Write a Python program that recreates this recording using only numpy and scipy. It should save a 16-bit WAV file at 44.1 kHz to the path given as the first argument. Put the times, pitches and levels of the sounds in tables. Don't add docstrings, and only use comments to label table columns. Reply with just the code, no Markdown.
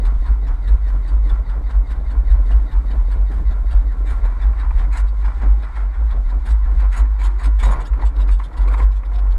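import sys
import numpy as np
from scipy import signal
from scipy.fft import rfft, irfft, next_fast_len
from scipy.io import wavfile
from scipy.ndimage import uniform_filter1d, map_coordinates

SR = 44100
rng = np.random.default_rng(int(sys.argv[2]) if len(sys.argv) > 2 else 0)


def wav_record(signal):
    frames = np.transpose(np.atleast_2d(signal))
    bounded = np.clip(frames, -1, 1)
    quanta = np.round(bounded * 32767).astype(np.int16)
    wavfile.write(sys.argv[1], SR, quanta)


N = 413658

# time in seconds, lag of the
# exhaust puff in seconds, puff level in dB, grind level in dB, valve rattle level in dB.
STROKES = [(-.14, .124, -35, -44, -54), (.06, .004, -43.5, -42, -51), (.27, .048, -43, -43, -54.5),
           (.48, .004, -46, -44.5, -55.5), (.684, .04, -36.5, -44.5, -51.5),
           (.888, .052, -43, -45.5, -54.5), (1.085, .072, -42, -44.5, -54.5),
           (1.301, .032, -41.5, -42, -51.5), (1.503, .088, -42.5, -44, -55.5),
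           (1.706, .072, -41.5, -43, -54), (1.915, .088, -42, -44.5, -51), (2.114, .072, -40, -44.5, -55),
           (2.315, .08, -41.5, -43, -54), (2.519, .02, -38.5, -42, -51), (2.725, .06, -42, -43.5, -54.5),
           (2.916, .07, -38, -43, -54), (3.121, .08, -41.5, -43.5, -51.5), (3.324, .06, -37.5, -44, -55),
           (3.516, .072, -43.5, -45.5, -56), (3.719, .048, -43, -42, -50.5), (3.925, .1, -44, -48, -62),
           (4.1, .012, -42, -42, -56), (4.255, 0, -41, -40.5, -54.5), (4.426, .052, -43, -40.5, -52.5),
           (4.602, .096, -48, -40.5, -55.5), (4.794, .052, -41, -40, -51), (4.96, .06, -45.5, -39.5, -55),
           (5.259, .04, -42.5, -41, -52.5), (5.426, .05, -37, -40.5, -55), (5.636, 0, -48, -43, -54),
           (5.767, .072, -41.5, -40.5, -51.5), (5.95, .068, -47, -44.5, -65),
           (6.116, .072, -40.5, -43.5, -55.5), (6.303, .06, -40, -45, -54.5),
           (6.48, .04, -40.5, -44.5, -58), (6.66, .068, -38.5, -44, -64.5), (6.807, .04, -44, -39.5, -51.5),
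           (6.96, .06, -41, -38.5, -54), (7.22, .024, -50, -41, -57), (7.43, .052, -42, -41, -58),
           (7.64, .032, -39, -37, -51)]
# start in seconds, level of the bark in dB,
# level of the low thud in dB.
FIRINGS = [(4.53, -33, -50), (4.63, -32, -50), (4.706, -27, -48), (5.243, -34, -48), (5.278, -31, -46),
           (5.762, -29.5, -48), (6.654, -34.5, -46), (6.815, -33, -50), (6.838, -32, -48),
           (6.996, -29.5, -39), (7.213, -29, -52), (7.397, -30.5, -52), (7.445, -32, -42),
           (7.632, -16, -38), (7.664, -22.5, -31), (7.688, -25, -30), (7.734, -19, -38), (7.757, -26, -43),
           (7.796, -28, -44), (7.81, -29, -43), (7.938, -25, -45), (8.003, -30, -42), (8.023, -24.5, -38),
           (8.038, -28, -44), (8.193, -32, -40), (8.286, -26, -44), (8.401, -26, -50), (8.418, -32, -52),
           (8.51, -35, -50), (8.535, -35, -48), (8.565, -35, -44), (8.677, -24, -33), (8.74, -20.5, -39),
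           (8.78, -30, -36), (8.798, -19.5, -37), (8.815, -25, -43), (9.028, -32, -50), (9.118, -34.5, -46),
           (9.265, -35, -44)]
# time in seconds,
# growl level in dB, time across the slack between the teeth in seconds, clash level in dB.
KICKS = [(4.066, -43.5, .049, -51), (4.928, -40, .056, -43.5), (6.46, -40, .05, -50),
         (6.928, -38, .054, -43), (7.197, -41.5, .055, -42.5), (7.394, -43, .06, -43.5),
         (7.598, -37, .05, -46.5)]
# time in seconds, level in dB.
SURGE = [(6, -78), (7.25, -56), (7.58, -63), (7.66, -38.5), (7.76, -39.5), (7.83, -44), (7.9, -52),
         (8.02, -45), (8.12, -54), (8.19, -47), (8.3, -48), (8.38, -60), (8.46, -55), (8.56, -50),
         (8.7, -44), (8.82, -43), (8.95, -59), (9.14, -51), (9.38, -51)]
# time in seconds,
# singing level in dB, grating level in dB.
DRIVE = [(3.5, .7, -1.5), (4.3, -3.5, 2.5), (5.8, -4, 2.8), (6.3, -3, -.5), (7.5, -5, -.5)]
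# frequency in Hz, relative level in dB per Hz.
GROWL = [(600, -24), (1200, -7), (1650, 5), (2350, -1), (2700, -13), (4000, -34.5), (8000, -60.5)]
# frequency in Hz, width in Hz, lift in dB.
PANELS = [(887, 54, 1), (1000, 91, 1.6), (1084, 36, 2.1), (1370, 100, 4), (1780, 18, 5.6), (1970, 26, 6.5),
          (2120, 25, 3.9), (2310, 27, 5.5)]


def amp(db):
    return 10 ** (np.asarray(db) / 20)


def unit(x):
    return x / np.sqrt(np.mean(x ** 2) + 1e-20)


def curve(rows):
    return np.interp(np.arange(N) / SR, *np.transpose(rows))


def wobble(rate):
    knots = rng.standard_normal(int(N * rate / SR) + 4)
    coarse = np.arange(0, N + 8, 8)
    return np.interp(np.arange(N), coarse, map_coordinates(knots, [coarse * rate / SR]))


def body(x, spectrum, peaks=()):
    size = 2 * next_fast_len(N // 2 + 8192)
    hz = np.fft.rfftfreq(size, 1 / SR)
    f, level = np.transpose(spectrum)
    db = np.interp(np.log(hz + 1), np.log(f), level)
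    for centre, width, lift in peaks:
        db = db + lift / (1 + (2 * (hz - centre) / width) ** 2)
    cepstrum = irfft(np.log(unit(amp(db))))
    cepstrum[1:size // 2] *= 2
    cepstrum[size // 2 + 1:] = 0
    response = np.exp(rfft(cepstrum))
    return irfft(rfft(x, size) * response, size)[:N]


def contacts(rate, share, size=N):
    share = np.clip(share, 0, 1)
    hits = (rng.random(size) < rate / SR) * rng.standard_normal(size)
    return np.sqrt(share) * unit(hits) + np.sqrt(1 - share) * rng.standard_normal(size)


def swells(times, levels_db, shape):
    delay, rise, fall, gain_db = shape
    t, power = np.arange(N) / SR, np.zeros(N)
    for s, db in zip(times, levels_db):
        near = slice(max(int((s - .2) * SR), 0), int((s + .5) * SR))
        u = t[near] - s - delay
        fade = np.where(u < 0, (u / rise) ** 2, np.abs(u / fall) ** 1.5)
        power[near] += amp(db + gain_db) ** 2 * np.exp(-fade)
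    return power


def narrow(turn, width_hz):
    return unit(wobble(width_hz) * np.sin(turn) + wobble(width_hz) * np.cos(turn))


def drift(x, share, rate):
    place = np.arange(N) + SR * share / rate * wobble(rate)
    return map_coordinates(x, [place], order=3, mode="nearest")


def patchy(x, depth_db):
    z = signal.stft(x, nperseg=1024)[2]
    field = uniform_filter1d(rng.standard_normal(z.shape), size=3, axis=0)
    field = uniform_filter1d(field, size=6, axis=1)
    return signal.istft(z * unit(amp(depth_db * unit(field))), nperseg=1024)[1][:N]


def starter():
    # share of the stroke (0 to 1),
    # pitch in Hz, level in dB.
    mesh = [(0, 1674, -49), (.151, 1378, -52), (.301, 1251, -60.5), (.52, 1946, -78.5), (.69, 2070, -59.5),
            (.8, 2010, -54.5), (.9, 1900, -54.5), (1, 1678, -49)]
    t = np.arange(N) / SR
    times = np.transpose(STROKES)[0]
    stroke = np.interp(t, times, np.arange(len(times))) % 1
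    place, pitch, level = np.transpose(mesh)
    drive_s, sing_db, grate_db = np.transpose(DRIVE)
    turn = 2 * np.pi * np.cumsum(np.interp(stroke, place, pitch)) / SR
    free = np.interp(stroke, [.4, .65, .9, 1], [0, 1, 1, 0])
    sing = narrow(turn, width_hz=270)
    sing += amp(-9.5) * narrow(2 * np.pi * 3780 * t, width_hz=400)
    sing += amp(-13.5) * narrow(2.25 * turn, width_hz=450)
    sing *= free * amp(np.interp(t, drive_s, sing_db))
    grate = narrow(turn, width_hz=500) * np.sqrt(1 - free.clip(0, 1) ** 2)
    grate *= amp(np.interp(t, drive_s, grate_db))
    return (sing + grate) * amp(np.interp(stroke, place, level)) * (t < times[-1])


def firings():
    # frequency in Hz, relative level in dB per Hz.
    bark_colour = [(120, -23), (300, -13.5), (480, -7), (700, -6.5), (1000, 8), (1400, -8), (2200, -4),
                   (2900, -25), (8000, -40), (15000, -47)]
    thud_colour = [(50, -16), (95, 0), (140, -6), (280, -9), (520, -15), (900, -28), (3000, -70)]
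    t = np.arange(SR // 8) / SR
    blast = (1 - np.exp(-t / .0007)) * np.exp(-(t / .011) ** 2)
    blast += amp(-13 - 60 * t / .11)
    push = (1 - np.exp(-t / .002)) * amp(-60 * t / .11)
    barks, thuds = np.zeros((2, N + SR))
    for s, bark_db, thud_db in FIRINGS:
        start = int(s * SR)
        barks[start:][:len(t)] += amp(bark_db - 8.5) * blast
        thuds[start:][:len(t)] += amp(thud_db + .5) * push
    bark = body(contacts(rate=1200, share=.45) * barks[:N], bark_colour, PANELS)
    thud = body(rng.standard_normal(N) * thuds[:N], thud_colour)
    return drift(bark, share=.025, rate=9) + thud


def surge():
    # frequency in Hz, relative level in dB per Hz
    hollow = [(150, -33), (260, -5.5), (330, -1.5), (400, -3), (500, -2.5), (620, -5.5),
              (800, -12.5), (1500, -35), (4000, -70)]
    return body(contacts(rate=160, share=0.3) * amp(curve(SURGE)), hollow)


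def exhaust():
    # frequency in Hz, relative level in dB per Hz.
    pipe_colour = [(60, -18), (100, 4), (130, 2.5), (170, -1.5), (280, -1), (340, -5.2), (550, -7),
                   (750, -8.5), (1200, -33), (3000, -65)]
    # frequency in Hz, width in Hz, lift in dB.
    pipe_peaks = [(282.2, 11, 7)]
    # delay in seconds, rise in seconds, fall in seconds, gain in dB.
    puff_shape = (-.01, .045, .033, .3)
    # time in seconds, level in dB.
    leak = [(0, -44.5), (2.4, -43.5), (4.3, -44.5), (5, -47), (6.5, -48), (7.2, -53), (9.38, -48)]
    # time in seconds, level in dB.
    wash_level = [(0, -40), (1.2, -42), (3.5, -38.5), (4.5, -42), (6, -46.5), (7.1, -47), (7.7, -40),
                  (8.3, -44), (8.7, -38), (9, -44), (9.38, -37)]
    times, lag, puff_db, _, _ = np.transpose(STROKES)
    power = swells(times + lag, puff_db, puff_shape)
    power = power + amp(curve(SURGE) + 2.5) ** 2 + amp(curve(leak)) ** 2
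    flow = np.sqrt(power) * amp(2.2 * wobble(55) - .3)
    puffs = body(contacts(rate=300, share=0.33) * flow, pipe_colour, pipe_peaks)
    puffs = patchy(drift(puffs, share=.014, rate=6), depth_db=1.7)
    # frequency in Hz, relative level in dB per Hz
    rumble = [(30, -11), (80, 1), (115, -3.5), (145, -13.5), (180, -12), (240, -26), (1000, -57)]
    wash = body(rng.standard_normal(N), rumble)
    return puffs + wash * amp(curve(wash_level)) * np.sqrt(unit(flow))


def grind():
    # frequency in Hz,
    # relative level in dB per Hz.
    cowling = [(250, -23), (500, -17), (720, -0.5), (1050, 5), (1220, -2), (1400, -1), (1650, -7),
               (2150, -11), (2400, -15.5), (2700, -23), (4500, -28), (6000, -37.5), (10000, -45.5),
               (15000, -61)]
    churn_colour = [(250, -24), (500, -17), (750, 0), (1060, 4), (1250, -3), (1450, -2), (1800, -11),
                    (2400, -16), (2800, -28), (8000, -50)]
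    # time in seconds, level in dB.
    churn_level = [(0, -51.5), (3.8, -51.5), (4.6, -49.5), (6.3, -50.5), (7.1, -48.5), (9.38, -52)]
    # delay in seconds, rise in seconds, fall in seconds, gain in dB.
    stroke_shape = (.008, .022, .064, .2)
    kick_shape = (.03, .025, .05, -1)
    growl_shape = (0, .03, .045, 0)
    times, *_, grind_db, _ = np.transpose(STROKES)
    kicks, kick_db, *_ = np.transpose(KICKS)
    drive_s, _, grate_db = np.transpose(DRIVE)
    power = swells(times, grind_db, stroke_shape) + swells(kicks, kick_db, kick_shape)
    load = np.sqrt(power + amp(curve(SURGE) + 4.2) ** 2) * amp(1.4 * wobble(40))
    scrape = body(contacts(rate=350, share=0.25) * load, cowling, PANELS)
    churn_gain = amp(curve(churn_level) + 1.2 * wobble(30))
    churn = body(contacts(rate=400, share=.15) * churn_gain, churn_colour, PANELS)
    strain = amp(1.6 * np.interp(np.arange(N) / SR, drive_s, grate_db) - 12)
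    growl_gain = np.sqrt(swells(times, grind_db, growl_shape)) * strain
    growl = body(contacts(rate=350, share=0.4) * growl_gain, GROWL, PANELS)
    return patchy(scrape + churn, depth_db=1.3) + growl


def chatter():
    # time in seconds,
    # clatter level in dB, ring level in dB, length in seconds.
    loose_rattles = [(5.004, -51, -55, .012), (5.085, -58, -68, .03), (7.001, -50, -51, .01),
                     (7.603, -51, -55, .016), (7.634, -45, -43, .008), (7.66, -45, -48, .04),
                     (7.722, -47, -50, .023), (7.817, -54, -56, .021), (7.859, -45, -58, .01),
                     (7.873, -52, -55, .016), (8.02, -56, -65, .014), (8.068, -49.5, -53.5, .026),
                     (8.167, -52, -68, .01), (8.19, -56, -66, .016), (8.215, -48, -58, .023),
                     (8.29, -55, -61, .022), (8.329, -51.5, -56, .034), (8.398, -58, -64, .013),
                     (8.449, -51.5, -59, .023), (8.536, -59, -66, .012), (8.58, -49, -58, .016),
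                     (8.624, -54, -60, .024), (8.686, -51.5, -58, .014), (8.732, -50, -57, .025),
                     (8.789, -52.5, -56, .022), (8.833, -52, -58, .023), (8.925, -57, -70, .017),
                     (8.974, -56, -64, .023), (9.06, -53.5, -66, .016), (9.145, -57, -65, .02),
                     (9.161, -51, -65, .012), (9.191, -50, -63, .013), (9.319, -54.5, -65, .024)]
    # delay in seconds, relative level in dB.
    valve_ticks = [(.048, -13), (.092, -16)]
    # growl in dB, clatter in dB, ring in dB (all relative to the burst),
    # rise in seconds, length in seconds.
    valve_rattle = (-.5, .2, -9.3, .0085, .026)
    gear_growl = (0, -11, -15.5, .015, .036)
    gear_clash = (0, -.7, -4, .014, .027)
    growl_after_s = .013
    bursts = []
    for s, *_, db in STROKES:
        for delay, drop_db in [(0, 0), *valve_ticks]:
            bursts.append((s + delay, db + drop_db, valve_rattle))
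    for s, db, ring_db, length in loose_rattles:
        bursts.append((s, db, (-1.5, 0, ring_db - db, .5 * length, length)))
    for s, db, _ in FIRINGS:
        bursts.append((s + growl_after_s, db - 30.5, gear_growl))
    for s, growl_db, slack_s, clash_db in KICKS:
        bursts.append((s + growl_after_s, growl_db, gear_growl))
        bursts.append((s + slack_s, clash_db, gear_clash))
    return bursts


def steel_part(t60, ring_share, count):
    t = np.arange(SR // 25) / SR
    hz = np.geomspace(1400, 12000, count)[:, None] * np.exp(.05 * rng.standard_normal((count, 1)))
    modes = rng.standard_normal((count, 1)) * np.sqrt(hz) * np.sin(2 * np.pi * hz * t)
    ring = modes.sum(0) * amp(-60 * t / t60)
    share = np.clip(ring_share, 0, 1)
    response = np.sqrt(share / 2) * ring / np.linalg.norm(ring)
    response[0] += np.sqrt(1 - share)
    return response


def rattles():
    # frequency in Hz, relative level in dB per Hz.
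    clatter_colour = [(1000, -26.5), (2200, -16.5), (2800, -3.5), (3600, 2.5), (4600, -3), (5200, -8),
                      (6200, -15), (9000, -31)]
    ring_colour = [(4000, -30), (5600, -8.5), (6800, 2.5), (7300, -3), (8100, 2.5), (8700, -9), (9500, -3),
                   (11000, -11), (14000, -19), (16000, -33)]
    # frequency in Hz, width in Hz, lift in dB.
    steel_peaks = [(2840, 30, 9), (3500, 45, 4), (3810, 80, 6), (4100, 60, 3), (4560, 90, 6), (5220, 90, 4),
                   (6820, 90, 7), (7620, 45, 6), (7730, 40, 7), (8090, 95, 7), (9010, 55, 7),
                   (9370, 150, 4)]
    t = np.arange(N) / SR
    swarms = np.zeros((3, N))
    for s, db, (*colour_db, rise, length) in chatter():
        if s < 0:
            continue
        near = slice(max(int((s - .1) * SR), 0), int((s + .1) * SR))
        u = t[near] - s + 0.002
        u = u / np.where(u < 0, rise, 0.51 * length)
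        swell = np.where(u < 0, np.exp(-np.abs(u) ** 3), np.exp(-np.abs(u) ** 1.6))
        hits = contacts(rate=950, share=0.45, size=len(u)) * np.sqrt(swell)
        hits = unit(hits) * np.sqrt(swell.mean()) * amp(db)
        part = steel_part(t60=0.033, ring_share=.45, count=34)
        struck = signal.fftconvolve(hits, part)[:len(u)]
        swarms[:, near] += amp(colour_db)[:, None] * struck
    growl, clatter, ring = swarms * amp(.9 * wobble(110) - .3)
    growl = body(growl, GROWL, PANELS)
    clatter = amp(.5) * body(clatter, clatter_colour, steel_peaks)
    ring = amp(1.5) * body(ring, ring_colour, steel_peaks)
    return growl + clatter + ring


def beats():
    # time in seconds, level at the bottom of the dip in dB, half width in seconds.
    dips = [(0.197, -16, 0.03), (0.273, -21, 0.009), (0.521, -25, 0.015), (0.593, -7, 0.03),
            (0.777, -13, 0.03), (1.05, -8, 0.03), (1.457, -12, 0.02), (1.612, -11, 0.016),
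            (1.708, -13, 0.019), (1.864, -24, 0.03), (1.955, -13, 0.024), (2.065, -11, 0.019),
            (2.145, -12, 0.015), (2.238, -21, 0.012), (2.296, -24, 0.01), (2.359, -26, 0.03),
            (2.439, -9, 0.019), (2.707, -9, 0.03), (2.845, -16, 0.03), (2.959, -12, 0.009),
            (3.033, -26, 0.023), (3.165, -21, 0.011), (3.437, -6, 0.019), (3.511, -13, 0.015),
            (3.635, -24, 0.012), (3.726, -14, 0.012), (3.963, -13, 0.026), (4.149, -20, 0.024),
            (4.208, -26, 0.018), (4.386, -23, 0.014), (4.652, -17, 0.01), (4.739, -17, 0.028),
            (4.789, -20, 0.02), (4.972, -10, 0.015), (5.338, -21, 0.022), (5.394, -16, 0.008),
            (5.724, -19, 0.019), (5.959, -12, 0.028), (6.137, -6, 0.01), (6.27, -25, 0.03),
            (6.408, -14, 0.011), (6.463, -12, 0.03), (6.662, -9, 0.008), (6.761, -12, 0.021),
            (6.964, -5, 0.03), (7.407, -10, 0.03), (7.616, -9, 0.012), (7.768, -17, 0.016),
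            (7.898, -16, 0.019), (7.994, -3, 0.007), (8.123, -20, 0.013), (8.527, -22, 0.03),
            (8.583, -18, 0.023), (9.039, -8, 0.028)]
    gain = np.ones(N, complex)
    for s, depth_db, width in dips:
        start = max(int((s - 7 * width) * SR), 0)
        end = min(int((s + 7 * width) * SR), N)
        u = np.tanh((np.arange(start, end) / SR - s) / width)
        gain[start:end] *= u + 1j * amp(min(depth_db, 0)) * np.sqrt(1 - u * u)
        gain[:start] *= -1
    return gain


def wing():
    # time in seconds,
    # level in dB, length in seconds, base pitch in Hz.
    booms = [(0.05, -13.0, 0.058, 43.6), (0.179, -12.0, 0.028, 48.3), (0.311, -9.5, 0.018, 46.6),
             (0.745, -8.0, 0.048, 48.9), (0.94, -14.0, 0.017, 45.9), (1.153, -15.0, 0.028, 50.9),
             (1.335, -8.5, 0.023, 46.1), (1.582, -13.5, 0.016, 44.8), (1.787, -10.5, 0.033, 46.9),
             (1.99, -15.0, 0.016, 51.0), (2.177, -9.5, 0.025, 46.0), (2.355, -7.5, 0.058, 47.2),
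             (2.561, -9.5, 0.037, 50.0), (2.785, -13.0, 0.013, 43.9), (2.988, -11.0, 0.022, 45.5),
             (3.23, -15.0, 0.012, 46.5), (3.382, -11.0, 0.021, 48.1), (3.484, -11.5, 0.029, 49.9),
             (3.6, -14.5, 0.017, 44.7), (3.759, -9.5, 0.036, 46.2), (3.924, -14.5, 0.012, 49.2),
             (4.113, -12.0, 0.017, 47.5), (4.243, -9.0, 0.015, 44.4), (4.485, -9.0, 0.044, 49.4),
             (4.735, -6.5, 0.044, 49.7), (4.839, -9.5, 0.019, 44.0), (4.923, -13.0, 0.017, 49.6),
             (5.026, -11.5, 0.045, 49.2), (5.255, -14.5, 0.058, 49.4), (5.494, -8.5, 0.056, 50.4),
             (5.839, -15.0, 0.037, 49.3), (6.023, -14.0, 0.058, 50.4), (6.192, -12.0, 0.012, 49.6),
             (6.267, -7.0, 0.019, 45.5), (6.525, -9.5, 0.03, 49.8), (6.743, -9.0, 0.058, 50.2),
             (6.863, -9.0, 0.025, 46.8), (7.014, -9.5, 0.027, 50.1), (7.281, -12.5, 0.021, 48.7),
             (7.493, -10.5, 0.058, 49.7), (7.679, -7.5, 0.058, 49.7), (7.795, -15.0, 0.012, 41.7),
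             (7.931, -10.0, 0.038, 48.4), (8.062, -10.0, 0.029, 47.3), (8.206, -8.5, 0.039, 47.5),
             (8.313, -8.5, 0.049, 47.6), (8.631, -11.5, 0.058, 46.1), (8.838, -10.0, 0.043, 47.8),
             (9.167, -14.0, 0.023, 48.4), (9.314, -12.0, 0.044, 45.6)]
    # time in seconds, level in dB.
    tremble = [(0, -17), (2, -16), (4, -15), (5.2, -17), (5.7, -21), (6.2, -15), (7.6, -16), (7.85, -25),
               (8.38, -20), (8.5, -28), (8.6, -13), (9.02, -16), (9.38, -14)]
    # time in seconds, level relative to the booms in dB.
    shudder_level = [(0, -7), (4, -8), (6.8, -12), (9.38, -15)]
    # frequency in Hz, relative level in dB per Hz.
    wing_colour = [(12, -44), (20, -11), (27, -8), (38, -2), (45, -5), (54, -1), (60, -7), (70, -17),
                   (82, -18), (110, -41.5), (300, -100)]
    t = np.arange(N) / SR
    power = amp(curve(tremble)) ** 2
    for s, db, length, _ in booms:
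        power = power + swells([s], [db], (0, .7 * length, length, 0))
    times, _, _, base_hz = np.transpose(booms)
    pitch = np.interp(t, times, base_hz)
    pitch = pitch + 1.3 * np.sqrt(power / power.max())
    pitch = pitch + 1.8 * wobble(14)
    turn = 2 * np.pi * np.cumsum(pitch) / SR
    boom = np.sqrt(2) * np.real(np.exp(1j * turn) * beats()) * amp(.8 * wobble(25) - .4)
    shudder = unit(body(rng.standard_normal(N), wing_colour)) * amp(curve(shudder_level))
    low_pass = signal.butter(6, 80, fs=SR, output="sos")
    return signal.sosfiltfilt(low_pass, np.sqrt(power) * (boom + shudder))


def airframe():
    # middle in seconds, half of the time window in seconds, pitch in Hz, level in dB.
    sings = [(.47, .22, 281, -48), (1.98, .08, 281, -46), (2.15, .08, 279, -47), (2.96, .06, 280, -43),
             (3.73, .06, 712, -47), (3.78, .1, 812, -49), (4.48, .14, 812, -48), (5.47, .36, 808, -50),
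             (6.76, .18, 284, -48), (7.29, .18, 326, -48), (7.33, .16, 358, -52), (7.81, .06, 712, -44),
             (8.02, .06, 282, -41), (8.22, .18, 280, -44), (8.7, .06, 505, -41), (8.79, .06, 490, -42),
             (8.812, .03, 1020, -39), (9.17, .1, 711, -44)]
    t, out = np.arange(N) / SR, np.zeros(N)
    waver = wobble(22) + 1j * wobble(22)
    waver = waver / np.sqrt(np.abs(waver) ** 2 + .3)
    for s, length, hz, db in sings:
        near = np.abs(t - s) < length
        swell = np.exp(-(2 * (t[near] - s) / length) ** 4)
        tone = np.real(waver[near] * np.exp(2j * np.pi * hz * t[near]))
        out[near] += amp(db + 2.5) * swell * tone
    return out


def rustle():
    # frequency in Hz, relative level in dB per Hz.
    hiss_colour = [(800, -21), (1500, -1), (2000, -4), (2650, -13.5), (3700, -10.5), (4600, -15.5),
                   (5100, -18), (7300, -20), (8200, -17.5), (8900, -22), (14000, -35), (15500, -49)]
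    # delay in seconds, rise in seconds, fall in seconds, gain in dB.
    rasp_shape = (-.02, .04, .04, -8.5)
    level = np.interp(np.arange(N) / SR, [7.5, 7.9], [-61.5, -63])
    times, *_, rattle_db = np.transpose(STROKES)
    power = amp(level + 2.2 * wobble(16)) ** 2 + swells(times, rattle_db, rasp_shape)
    return body(contacts(rate=900, share=.25) * np.sqrt(power), hiss_colour)


def scene():
    engine = starter() + firings() + surge() + exhaust() + grind() + rattles()
    return (engine + wing() + airframe() + rustle())[None]


def record(dry):
    top_hz = 15650
    size = next_fast_len(N + SR // 2)
    keep = np.fft.rfftfreq(size, 1 / SR) < top_hz
    return irfft(rfft(dry, size) * keep, size)[:, :N]


dry = scene()
out = record(dry)
wav_record(out)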